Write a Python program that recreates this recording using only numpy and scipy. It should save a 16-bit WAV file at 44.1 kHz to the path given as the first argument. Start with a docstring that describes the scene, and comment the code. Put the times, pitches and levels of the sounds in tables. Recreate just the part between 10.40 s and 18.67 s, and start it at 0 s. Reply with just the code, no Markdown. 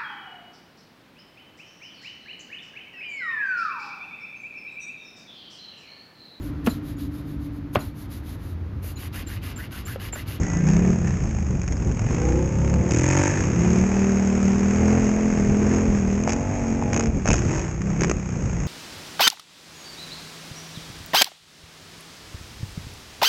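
"""A dirt track, from a camera microphone in a treble-ringing plastic housing on a quad bike's rider.
Over wind rumble and a brief gear whine, the single cylinder below booms and rasps, then winds down.
Near 2 s the tailpipe of a second quad just ahead sings, barks and roars. From 3 s the rider holds
a long pull, growling at top speed near 6 s. Then the pipe ahead cracks and roars again, bumps
clunk the chassis and tick loose parts, and by 8 s the near engine has dropped back."""
import sys
import numpy as np
from scipy import signal
from scipy.fft import rfft, irfft, next_fast_len
from scipy.io import wavfile
from scipy.ndimage import uniform_filter1d, map_coordinates

SR = 44100
rng = np.random.default_rng(int(sys.argv[2]) if len(sys.argv) > 2 else 0)


def waveform_to_disk(signal):
    """Save audio, clipped to [-1, 1], as 16-bit WAV at the path in sys.argv[1]."""
    frames = np.transpose(np.atleast_2d(signal))
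    scaled = np.clip(frames, -1, 1) * 32767
    samples = np.round(scaled).astype(np.int16)
    wavfile.write(sys.argv[1], SR, samples)


N = 364707
TIME = np.arange(N) / SR


def amp(db):
    """Decibels to gain."""
    return 10 ** (np.asarray(db) / 20)


def unit(x):
    """Scale to rms 1."""
    return x / np.sqrt(np.mean(x ** 2) + 1e-20)


def steady(x, size=5000):
    """Hold the running rms at 1, whatever the pulse rate."""
    power = uniform_filter1d(uniform_filter1d(x * x, size), size)
    return x / np.sqrt(np.abs(power) + 1e-12)


def curve(rows):
    """Join (t/s, value) rows into one value per sample."""
    return np.interp(TIME, *np.transpose(rows))


def wobble(rate):
    """A smooth random curve, rate knots a second."""
    knots = rng.standard_normal(2048)
    coarse = TIME[::32]
    return np.interp(TIME, coarse, map_coordinates(knots, [coarse * rate], mode="wrap"))


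def held(start, length, attack_s, release_s):
    """A gain that rises from start and dies away once its length is over."""
    age = TIME - start
    return np.clip(age / attack_s, 0, 1) * np.exp(-np.maximum(age - length, 0) / release_s)


def swells(rows, attack_s, release_s):
    """One gain curve per level column of (t/s, length/s, level/dB, ..) rows; the loudest row wins."""
    gains = 0
    for start, length, *db in rows:
        gains = np.maximum(gains, amp(db)[:, None] * held(start, length, attack_s, release_s))
    return gains


def ring(x, spectrum, size=8192):
    """Pass x through a minimum-phase body with the given (f/Hz, level/dB) response."""
    hz, db = np.transpose(spectrum)
    gain = amp(np.interp(np.log(np.fft.rfftfreq(size, 1 / SR) + 1), np.log(hz), db))
    cepstrum = irfft(np.log(gain))
    cepstrum[1:size // 2] *= 2
    cepstrum[size // 2 + 1:] = 0
    return signal.oaconvolve(x, irfft(np.exp(rfft(cepstrum))))[:N]


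def pipe(x, round_trip_s, reflect):
    """Echoes between the ends of a pipe spread each pulse without colouring it."""
    size = next_fast_len(N + SR // 2)
    delay = np.exp(-2j * np.pi * np.fft.rfftfreq(size, 1 / SR) * round_trip_s)
    return irfft(rfft(x, size) * (delay - reflect) / (1 - reflect * delay), size)[:N]


def impulses(times, sizes):
    """Spikes of the given sizes at the given times."""
    return np.bincount(np.clip(np.round(times * SR).astype(int), 0, N), sizes, N + 1)[:N]


def firings(cycles, scatter_db, jitter_s):
    """One uneven pulse for each engine cycle."""
    times = np.interp(np.arange(np.ceil(cycles[0]), cycles[-1]), cycles, TIME)
    chance = rng.standard_normal((len(times), 2))
    return impulses(times + jitter_s * chance[:, 0], amp(scatter_db * chance[:, 1]))


def puffs(spikes, decay_s, click=0):
    """Each spike releases a dying puff of turbulence, led by an optional sharp click."""
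    envelope = signal.lfilter([1], [1, -np.exp(-1 / (decay_s * SR))], spikes)
    return click * spikes + envelope * rng.standard_normal(N)


def orders(cycles, table, flutter_db, count=4):
    """Orders (multiples of the cycle rate), wavering in level, phased into count pulses a cycle."""
    tone = 0
    for k, db in table:
        phase = 2 * np.pi * k * cycles - np.pi * k * k / count
        tone += amp(db + flutter_db * wobble(12)) * np.cos(phase)
    return unit(tone)


# rumble at the microphone: f/Hz, level/dB
RUMBLE_SPECTRUM = [(10, -26.5), (25, -18), (45, -6), (80, -7.5), (150, -6.5), (250, -12.5), (500, -24),
                   (1500, -45)]
# its course along the track: t/s, relative level/dB
RUMBLE_COURSE = [(0.0, -30), (0.04, -36), (1.2, -38), (1.55, -33), (2.0, -42), (2.7, -41), (3.0, -37),
                 (3.84, -43), (5.11, -35), (6.01, -39), (7.07, -31), (7.23, -41), (7.76, -35), (7.85, -43),
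                 (8.22, -32), (8.27, -36)]
def wind_and_ground():
    """Wind and bumps rumble in lumps."""
    gain = amp(curve(RUMBLE_COURSE) + 8.5 + 2.5 * wobble(22))
    return gain * unit(ring(rng.standard_normal(N), RUMBLE_SPECTRUM))


# gear tones: multiple of the mesh pitch, level/dB
WHINE_ORDERS = [(7, -14), (8, -11), (9, -4.5), (10, -1.5), (11, -11)]
def gear_whine():
    """Meshing gears give a faint, slowly rising whine that soon dies away."""
    mesh_hz = 194.3 + 21 * TIME
    gain = amp(-39.5) * held(0, 0.22, attack_s=0.006, release_s=0.15)
    return gain * orders(np.cumsum(mesh_hz) / SR, WHINE_ORDERS, flutter_db=7.5)


# colour of ticks and tailpipe cracks: f/Hz, level/dB
SNAP_SPECTRUM = [(100, -8), (300, -8.5), (600, 0.5), (900, -3), (1500, -2), (2100, -2.5), (2700, -1.5),
                 (3500, -4.5), (5000, 0), (9000, -9)]
def snaps(spikes, decay_s, click):
    """Each spike is a bright click with a short noisy tail."""
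    return ring(puffs(spikes, decay_s, click), SNAP_SPECTRUM)


# sharp ticks, the last two being cracks from the pipe ahead: t/s, relative level/dB
SHARP_TICKS = [(0.2872, -19.5), (.367, -19), (1.2162, -26), (1.2329, -27), (1.278, -21), (1.3231, -21),
               (1.3687, -26.5), (1.5147, -24.5), (1.5935, -22), (2.277, -23), (2.297, -21), (2.34, -18.5),
               (2.5083, -17.5), (5.837, -21.5), (6.167, -45), (7.418, -22.5), (7.635, -14.5),
               (7.6703, -24.5), (7.697, -13), (7.7135, -13.5)]
def sharp_ticks():
    """Sharp ticks: at low revs near 1.2-1.4 s the chain slaps once per firing of the near engine. Most other
    ticks fall on bumps; the last two, near 7.7 s, are cracks from the tailpipe ahead."""
    times, db = np.transpose(SHARP_TICKS)
    return snaps(impulses(times, amp(db + 6)), decay_s=0.0026, click=3)


# clunks under the rider: t/s, f/Hz, relative level/dB, t60/s
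CHASSIS_CLUNKS = [(5.876, 710, -7, 0.011), (6.424, 880, -14.5, 0.03), (6.857, 617, -11.5, 0.017),
                  (6.886, 612, -19, 0.014), (6.902, 760, -13.5, 0.024), (6.9134, 2650, -14.5, 0.054),
                  (6.939, 570, -11.5, .022), (7.618, 360, -11, 0.062), (7.634, 404, -20.5, .04),
                  (7.644, 362, -15, .05), (7.671, 374, -17, .05), (7.697, 369, -11, 0.033),
                  (7.714, 378, -16, .055)]
def chassis():
    """Each bump rings a panel briefly, with two weaker modes around the main one."""
    t = np.arange(SR // 10) / SR
    out = np.zeros(N)
    for start, hz, db, t60 in CHASSIS_CLUNKS:
        phase = 2 * np.pi * hz * t
        modes = np.sin(phase) + .5 * np.sin(0.92 * phase) + 0.37 * np.sin(1.1 * phase)
        out[round(start * SR):][:len(t)] -= amp(db - 5 - 60 * t / t60) * modes
    return out


# note of the pipe ahead: order, level/dB
SONG_ORDERS = [(2, -1), (5, -5), (6, -7.5), (8, -10), (10, -2.5), (11, -4), (12, -12), (14, -16),
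               (15, -4.5), (16, -6.5), (17, -21.5), (25, -16), (26, -14), (27, -20.5)]
# when it sings: t/s, length/s, level/dB
SONG_SPANS = [(1.74, 0.25, -22), (2.0, 0.48, -29.5)]
def tailpipe_song(cycles):
    """On hard pulls a few orders sing out in a raspy note that swells, climbs and fades."""
    gain, = swells(SONG_SPANS, attack_s=0.11, release_s=0.1)
    return gain * orders(cycles + .004 * wobble(70), SONG_ORDERS, flutter_db=2.5)


# full throttle ahead: t/s, length/s, body level/dB, blare level/dB, spit level/dB
ROAR_SPANS = [(2.49, 0.37, -19, -26, -21.5), (7.04, 0.13, -29, -26.5, -45)]
# the pressure pulse, its bright edge and its spit of gas: f/Hz, level/dB
BODY_SPECTRUM = [(20, -21), (45, -10.5), (90, 1), (135, 7), (185, -14), (280, 0.5), (380, -1.5),
                 (480, -11.5), (700, -26.5), (2000, -58.5)]
BLARE_SPECTRUM = [(300, -28.5), (520, -5), (600, 13), (700, -9), (780, 0), (880, 6.5), (1000, -2.5),
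                  (1120, -10), (1800, -2), (2500, -10.5), (4000, -15), (9000, -33)]
SPIT_SPECTRUM = [(200, -37), (900, -6.5), (2400, 0), (5000, -2), (9000, 1)]
def tailpipe_roar(cycles):
    """The valve spits, then a steep pulse runs down the pipe and returns inverted from the open end."""
    body_gain, _, spit_gain = swells(ROAR_SPANS, attack_s=0.014, release_s=0.07)
    _, blare_gain, _ = swells(ROAR_SPANS, attack_s=0.31, release_s=0.07)  # the blare builds slowly
    front = firings(cycles - .27, scatter_db=.5, jitter_s=.00002)
    wave = front - .75 * np.interp(TIME - .0048, TIME, front)
    valve = firings(cycles, scatter_db=1.5, jitter_s=.0002)
    valve += firings(cycles - .36, scatter_db=1.5, jitter_s=.0003)
    body = steady(ring(wave, BODY_SPECTRUM))
    spit = steady(ring(puffs(valve, decay_s=0.0036, click=2.5), SPIT_SPECTRUM))
    blare = steady(ring(wave + .012 * puffs(front, decay_s=.003), BLARE_SPECTRUM))
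    return body_gain * body + blare_gain * blare + np.hypot(spit_gain, 1.3 * blare_gain) * spit


# runs of cracks as the throttle ahead snaps open: t/s, length/s, relative level/dB
CRACK_RUNS = [(.268, .07, -23.5), (.672, .01, -23), (2.509, .01, -17), (5.8755, .005, -16),
              (5.893, .04, -12.5), (6.424, .01, -26), (6.5315, .01, -10), (6.563, .05, -10.5),
              (6.625, .05, -18.5), (6.857, .005, -16), (6.876, .012, -8.5), (6.904, .04, -7),
              (6.956, .04, -17.5), (7.085, .12, -22), (7.608, .01, -13), (7.635, .005, -11)]
# their hollow knock of pressure: f/Hz, level/dB
KNOCK_SPECTRUM = [(60, -17.5), (130, -10.5), (200, -17.5), (300, -8), (400, -7.5), (600, 2), (850, 2.5),
                  (1400, -27), (2600, -1.5), (9000, -6.5)]
def tailpipe_cracks(cycles):
    """Under sudden load a cycle cracks twice: as the valve opens, then as the piston drives gas out."""
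    spikes = np.zeros(N)
    for start, length, db in CRACK_RUNS:
        first, last = np.interp([start, start + length], TIME, cycles)
        openings = np.arange(first, last)
        scatter = amp(1.3 * rng.standard_normal((len(openings), 2)))
        spikes += impulses(np.interp(openings, cycles, TIME), amp(db) * scatter[:, 0])
        spikes += impulses(np.interp(openings + .38, cycles, TIME), amp(db - 2) * scatter[:, 1])
    knock = ring(pipe(spikes, round_trip_s=.0024, reflect=0.51), KNOCK_SPECTRUM)
    spit = snaps(spikes, decay_s=0.0015, click=4)
    return 10 * knock + 1.8 * spit


# firing rate of the quad ahead: t/s, f/Hz
AHEAD_RATE = [(0.0, 40.5), (0.16, 46), (0.53, 44), (0.92, 42.6), (1.22, 36.0), (1.56, 26.6), (1.7, 30.4),
              (1.83, 30.9), (1.9, 31.5), (2.09, 34.6), (2.25, 35.4), (2.46, 33.3), (2.6, 42.3), (2.9, 50.2),
              (3.06, 42.5), (3.25, 39.7), (3.57, 45.1), (4.91, 42.4), (5.04, 46.0), (5.41, 42.6),
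              (5.96, 34.4), (6.73, 29.8), (7.21, 48.6), (7.46, 31.8), (7.69, 35.2), (7.97, 28.5),
              (8.27, 29.7)]
# blips of its throttle: t/s, length/s, bark level/dB, thud level/dB
AHEAD_BLIPS = [(.22, 0.55, -44, -25.5), (1.68, 0.78, -33, -27.5), (2.12, 0.29, -38.5, -22),
               (2.92, 0.49, -28.5, -24), (5.18, 0.23, -26, -28.5), (5.84, 0.037, -35, -35),
               (6.51, 0.15, -32, -33.5), (6.85, 0.22, -36, -37), (7.06, 0.17, -30.5, -43),
               (7.57, 0.12, -34, -30.5), (7.97, 0.11, -41.5, -40)]
# its thud and bark, heard from behind: f/Hz, level/dB
AHEAD_THUD_SPECTRUM = [(20, -16.5), (45, -19.5), (85, -2.5), (130, -0.5), (190, -9), (260, -13.5),
                       (500, -51.5)]
BARK_SPECTRUM = [(120, -46.5), (230, -4.5), (300, 6.5), (350, 9), (420, 2.5), (500, -1.5), (600, -9),
                 (740, -19.5), (930, -11.5), (1300, -16.5), (2400, -19), (8000, -27.5)]
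def quad_ahead():
    """Just ahead, a tailpipe points back at the microphone; each blip swells its thud and bark."""
    bark_gain, thud_gain = swells(AHEAD_BLIPS, attack_s=0.031, release_s=0.034)
    bark_gain = np.hypot(bark_gain, amp(-46.5))  # both carry on softly between blips
    thud_gain = np.hypot(thud_gain, amp(-36))
    cycles = np.cumsum(curve(AHEAD_RATE)) / SR
    cycles -= np.interp(CRACK_RUNS[0][0], TIME, cycles)  # a firing falls on the first crack
    pulses = firings(cycles, scatter_db=.7, jitter_s=.00003)
    thud = steady(ring(pipe(pulses, round_trip_s=.0105, reflect=0.47), AHEAD_THUD_SPECTRUM))
    bark = steady(ring(pipe(pulses, round_trip_s=.0058, reflect=0.66), BARK_SPECTRUM))
    return (thud_gain * thud + bark_gain * bark
            + tailpipe_song(cycles) + tailpipe_roar(cycles) + tailpipe_cracks(cycles))


# the loose panel's resonance: f/Hz, level/dB
PANEL_SPECTRUM = [(1100, -45), (1740, -3), (1890, -12), (2040, -21.5), (2600, -12), (3500, -35.5)]
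# when it buzzes: t/s, length/s, level/dB
BUZZ_SPANS = [(.24, 0.2, -43), (.62, 0.045, -38.5), (2.8, 0.15, -33.5)]
def panel_buzz(pulses):
    """Each firing shakes a loose panel on the rider's quad."""
    gain, = swells(BUZZ_SPANS, attack_s=0.041, release_s=0.073)
    return gain * steady(ring(pipe(pulses, round_trip_s=0.011, reflect=0.8), PANEL_SPECTRUM))


# valves, chain and tyres below the microphone: f/Hz, level/dB
CLATTER_SPECTRUM = [(100, -40.5), (300, 6), (600, 5), (1100, 2.5), (1800, 0.5), (2600, 0), (5000, -1.5),
                    (9000, -2.5)]
# their course along the track: t/s, relative level/dB
CLATTER_COURSE = [(0.0, -36), (0.23, -37.5), (0.94, -42.5), (1.5, -44.5), (1.77, -36), (2.35, -42.5),
                  (2.6, -37), (2.8, -33), (3.09, -34), (5.11, -36), (5.34, -34), (5.46, -37), (6.59, -41.5),
                  (6.68, -47), (6.91, -40.5), (7.02, -35), (7.39, -43), (8.27, -40)]
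def clatter(cycles, pulses):
    """Valves clatter in two bunches a cycle, over a hiss of chain and tyres."""
    strikes = firings(2 * cycles, scatter_db=1.3, jitter_s=.001) + .7 * pulses
    bunches = steady(puffs(strikes, decay_s=.0045))
    hiss = .95 * rng.standard_normal(N)
    gain = amp(curve(CLATTER_COURSE) + 7 + 1.1 * wobble(14))
    return gain * unit(ring(bunches + hiss, CLATTER_SPECTRUM))


# drone of the near engine: order, level/dB
DRONE_ORDERS = [(2, -3), (3, 1.5), (5, -12), (7, -11), (8, -1.5), (10, -19)]
# when it winds down: t/s, length/s, level/dB
OVERRUN_SPANS = [(.8, 0.62, -28), (7.75, 0.23, -36)]
def overrun(cycles):
    """With the throttle shut the engine sinks in a clean drone."""
    gain, = swells(OVERRUN_SPANS, attack_s=0.17, release_s=0.11)
    return gain * orders(cycles, DRONE_ORDERS, flutter_db=0)


# growl of the near exhaust: order, level/dB
GROWL_ORDERS = [(11, -1), (12, -0.5), (13, 4), (14, -9), (15, -4.5), (16, 5), (17, -6), (18, -3), (19, -8),
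                (21, -4)]
def exhaust_growl(cycles, rate, opening):
    """Near top speed, while the throttle is open, the exhaust adds a cluster of higher orders."""
    full_hz, fade_db_per_hz = 46.8, 0.5
    gain = opening * amp(-38.5 - fade_db_per_hz * np.maximum(full_hz - rate, 0))
    return gain * orders(cycles + .0025 * wobble(45), GROWL_ORDERS, flutter_db=3, count=2)


# rasp of the near exhaust and breathy rush of the intake: f/Hz, level/dB
RASP_SPECTRUM = [(150, -37), (300, -2), (420, -3), (520, -2.5), (620, -11.5), (750, -2.5), (1100, -16.5),
                 (2500, -13.5), (6000, -52)]
RUSH_SPECTRUM = [(200, -36), (450, -1.5), (700, -2), (1100, -2), (2000, -18.5)]
# tones that stand out of the rasp: order, level/dB
SNARL_ORDERS = [(8, -2), (9, -8.5), (11, -1.5), (13, -5.5), (14, -4.5), (15, -3), (18, -3.5), (19, -7)]
def exhaust_rasp(cycles, pulses):
    """Gas leaves twice a cycle: as the valve opens, and more weakly half a cycle later."""
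    exhaust = pulses + 0.4 * firings(cycles + .5, scatter_db=2, jitter_s=.00015)
    gas = steady(pipe(exhaust, round_trip_s=.0045, reflect=0.44))
    grit = amp(-7) * steady(puffs(exhaust, decay_s=0.0056))
    rasp = steady(ring(gas + grit, RASP_SPECTRUM))
    crank = cycles + .005 * wobble(45)  # uneven running roughens the higher orders
    snarl = amp(-1) * orders(crank, SNARL_ORDERS, flutter_db=3, count=2)
    rush = amp(-10.5) * steady(ring(puffs(exhaust, decay_s=0.0081), RUSH_SPECTRUM))
    return amp(-2.5 + 0.59 * wobble(12)) * (rasp + snarl + rush)


# boom of the near engine: order, level/dB
BOOM_ORDERS = [(4, -33.5), (5, 2), (6, -1.5), (7, -17), (8, -13.5), (9, -17.5), (10, -8.5), (11, -13)]
# the airbox resonance: f/Hz, level/dB
AIRBOX_SPECTRUM = [(110, -0.5), (145, -1), (195, 2), (240, -2.5), (300, -6.5), (390, 1), (480, -4.5)]
def airbox_boom(cycles, rate):
    """A few orders, coloured by the airbox, swell together after each firing and waver with the crank."""
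    crank = cycles + .003 * wobble(50)
    boom = 0
    for k, db in BOOM_ORDERS:
        airbox_db = np.interp(k * rate, *np.transpose(AIRBOX_SPECTRUM))
        boom += amp(db + airbox_db + 1.6 * wobble(12)) * np.cos(2 * np.pi * k * crank)
    return unit(boom)


# firing rate of the rider's quad: t/s, f/Hz
NEAR_RATE = [(0.0, 30.9), (0.16, 28.2), (0.27, 30.8), (0.44, 36.8), (0.55, 35.8), (0.94, 26.3), (1.2, 22.3),
             (1.36, 21.6), (1.58, 19.8), (1.68, 23.2), (1.77, 28), (2.07, 30), (2.25, 34.5), (2.42, 38.5),
             (2.58, 32.8), (2.9, 28.4), (3.25, 35.6), (3.5, 39.1), (4.1, 38.8), (4.38, 40.6), (4.58, 43.4),
             (4.7, 41.6), (4.84, 43.1), (5.04, 40.6), (5.46, 43.0), (5.67, 38.2), (6.13, 49.2),
             (6.29, 44.9), (6.47, 46.0), (6.68, 45.0), (6.86, 36.6), (7.16, 29.5), (7.71, 34.7),
             (8.11, 27.3), (8.27, 30.1)]
# pulls on its throttle: t/s, length/s, then relative level/dB of boom, rasp and thud
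THROTTLE_PULLS = [(.06, 0.44, -18.5, -34, -33.5), (0.56, 0.23, -28, -50, -34),
                  (1.55, 0.14, -20.5, -31, -47), (2.169, 0.35, -26, -36, -28),
                  (3.016, 2.53, -20, -35, -34.5), (4.297, 0.28, -18.5, -27, -23.5),
                  (5.532, 1.11, -22, -36, -35), (7.364, 0.27, -25.5, -36.5, -48),
                  (8.08, 0.27, -29, -49, -52)]
# low thud of its firings: f/Hz, level/dB
NEAR_THUD_SPECTRUM = [(20, -30), (40, -24.5), (70, 9.5), (90, 1), (125, -2), (170, -9), (300, -57)]
def near_engine():
    """One cylinder fires just below the microphone; throttle and speed set its boom, rasp and thud."""
    open_s, shut_s, cruise_hz = 0.11, 0.078, 42.96
    rate = curve(NEAR_RATE)
    octaves = np.log2(rate / cruise_hz)
    opening = np.max([held(start, length, open_s, shut_s) for start, length, *_ in THROTTLE_PULLS], 0)
    boom_gain, rasp_gain, thud_gain = swells(THROTTLE_PULLS, open_s, shut_s)
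    # each keeps a coasting level with the throttle shut
    boom_gain = np.hypot(boom_gain, amp(-31.5))
    rasp_gain = np.hypot(rasp_gain, amp(-43.5))
    thud_gain = np.hypot(thud_gain, amp(-33 - 2 * octaves))
    boom_gain *= amp(-np.maximum(rate - cruise_hz, 0))  # 1 dB lost per Hz as it outruns the airbox
    rasp_gain *= amp(7.5 * octaves)  # harder with speed
    cycles = np.cumsum(rate * (1 + .002 * wobble(25))) / SR
    boom = airbox_boom(cycles, rate)
    pulses = firings(cycles, scatter_db=1, jitter_s=.00005)
    thud = steady(ring(pulses, NEAR_THUD_SPECTRUM))
    rasp = exhaust_rasp(cycles, pulses)
    return (boom_gain * boom + thud_gain * thud + rasp_gain * rasp + clatter(cycles, pulses)
            + exhaust_growl(cycles, rate, opening) + overrun(cycles) + panel_buzz(pulses))


def scene():
    """Both quads and the rough track, in mono from the rider's seat."""
    return (near_engine() + gear_whine() + quad_ahead() + wind_and_ground()
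            + sharp_ticks() + chassis())[None]


# the plastic housing around the microphone: f/Hz, level/dB
HOUSING_SPECTRUM = [(6, -28), (25, 5), (60, 0.5), (2500, -2.5), (3100, -14), (4100, -21.5), (4600, -18),
                    (5300, -8), (6100, -5.5), (6520, 6), (7000, -4.5), (8000, -16), (9000, -36)]
def record(dry):
    """The housing muffles the upper mids and rings in the treble; peaks are rounded, the top is cut."""
    ceiling, top_hz = .48, 9270
    boxed = ring(dry[0], HOUSING_SPECTRUM)
    rounded = boxed / (1 + np.abs(boxed / ceiling) ** 6) ** (1 / 6)
    size = next_fast_len(N + SR // 2)
    passband = np.fft.rfftfreq(size, 1 / SR) < top_hz
    return irfft(rfft(rounded, size) * passband, size)[None, :N]


dry = scene()
out = record(dry)
waveform_to_disk(out)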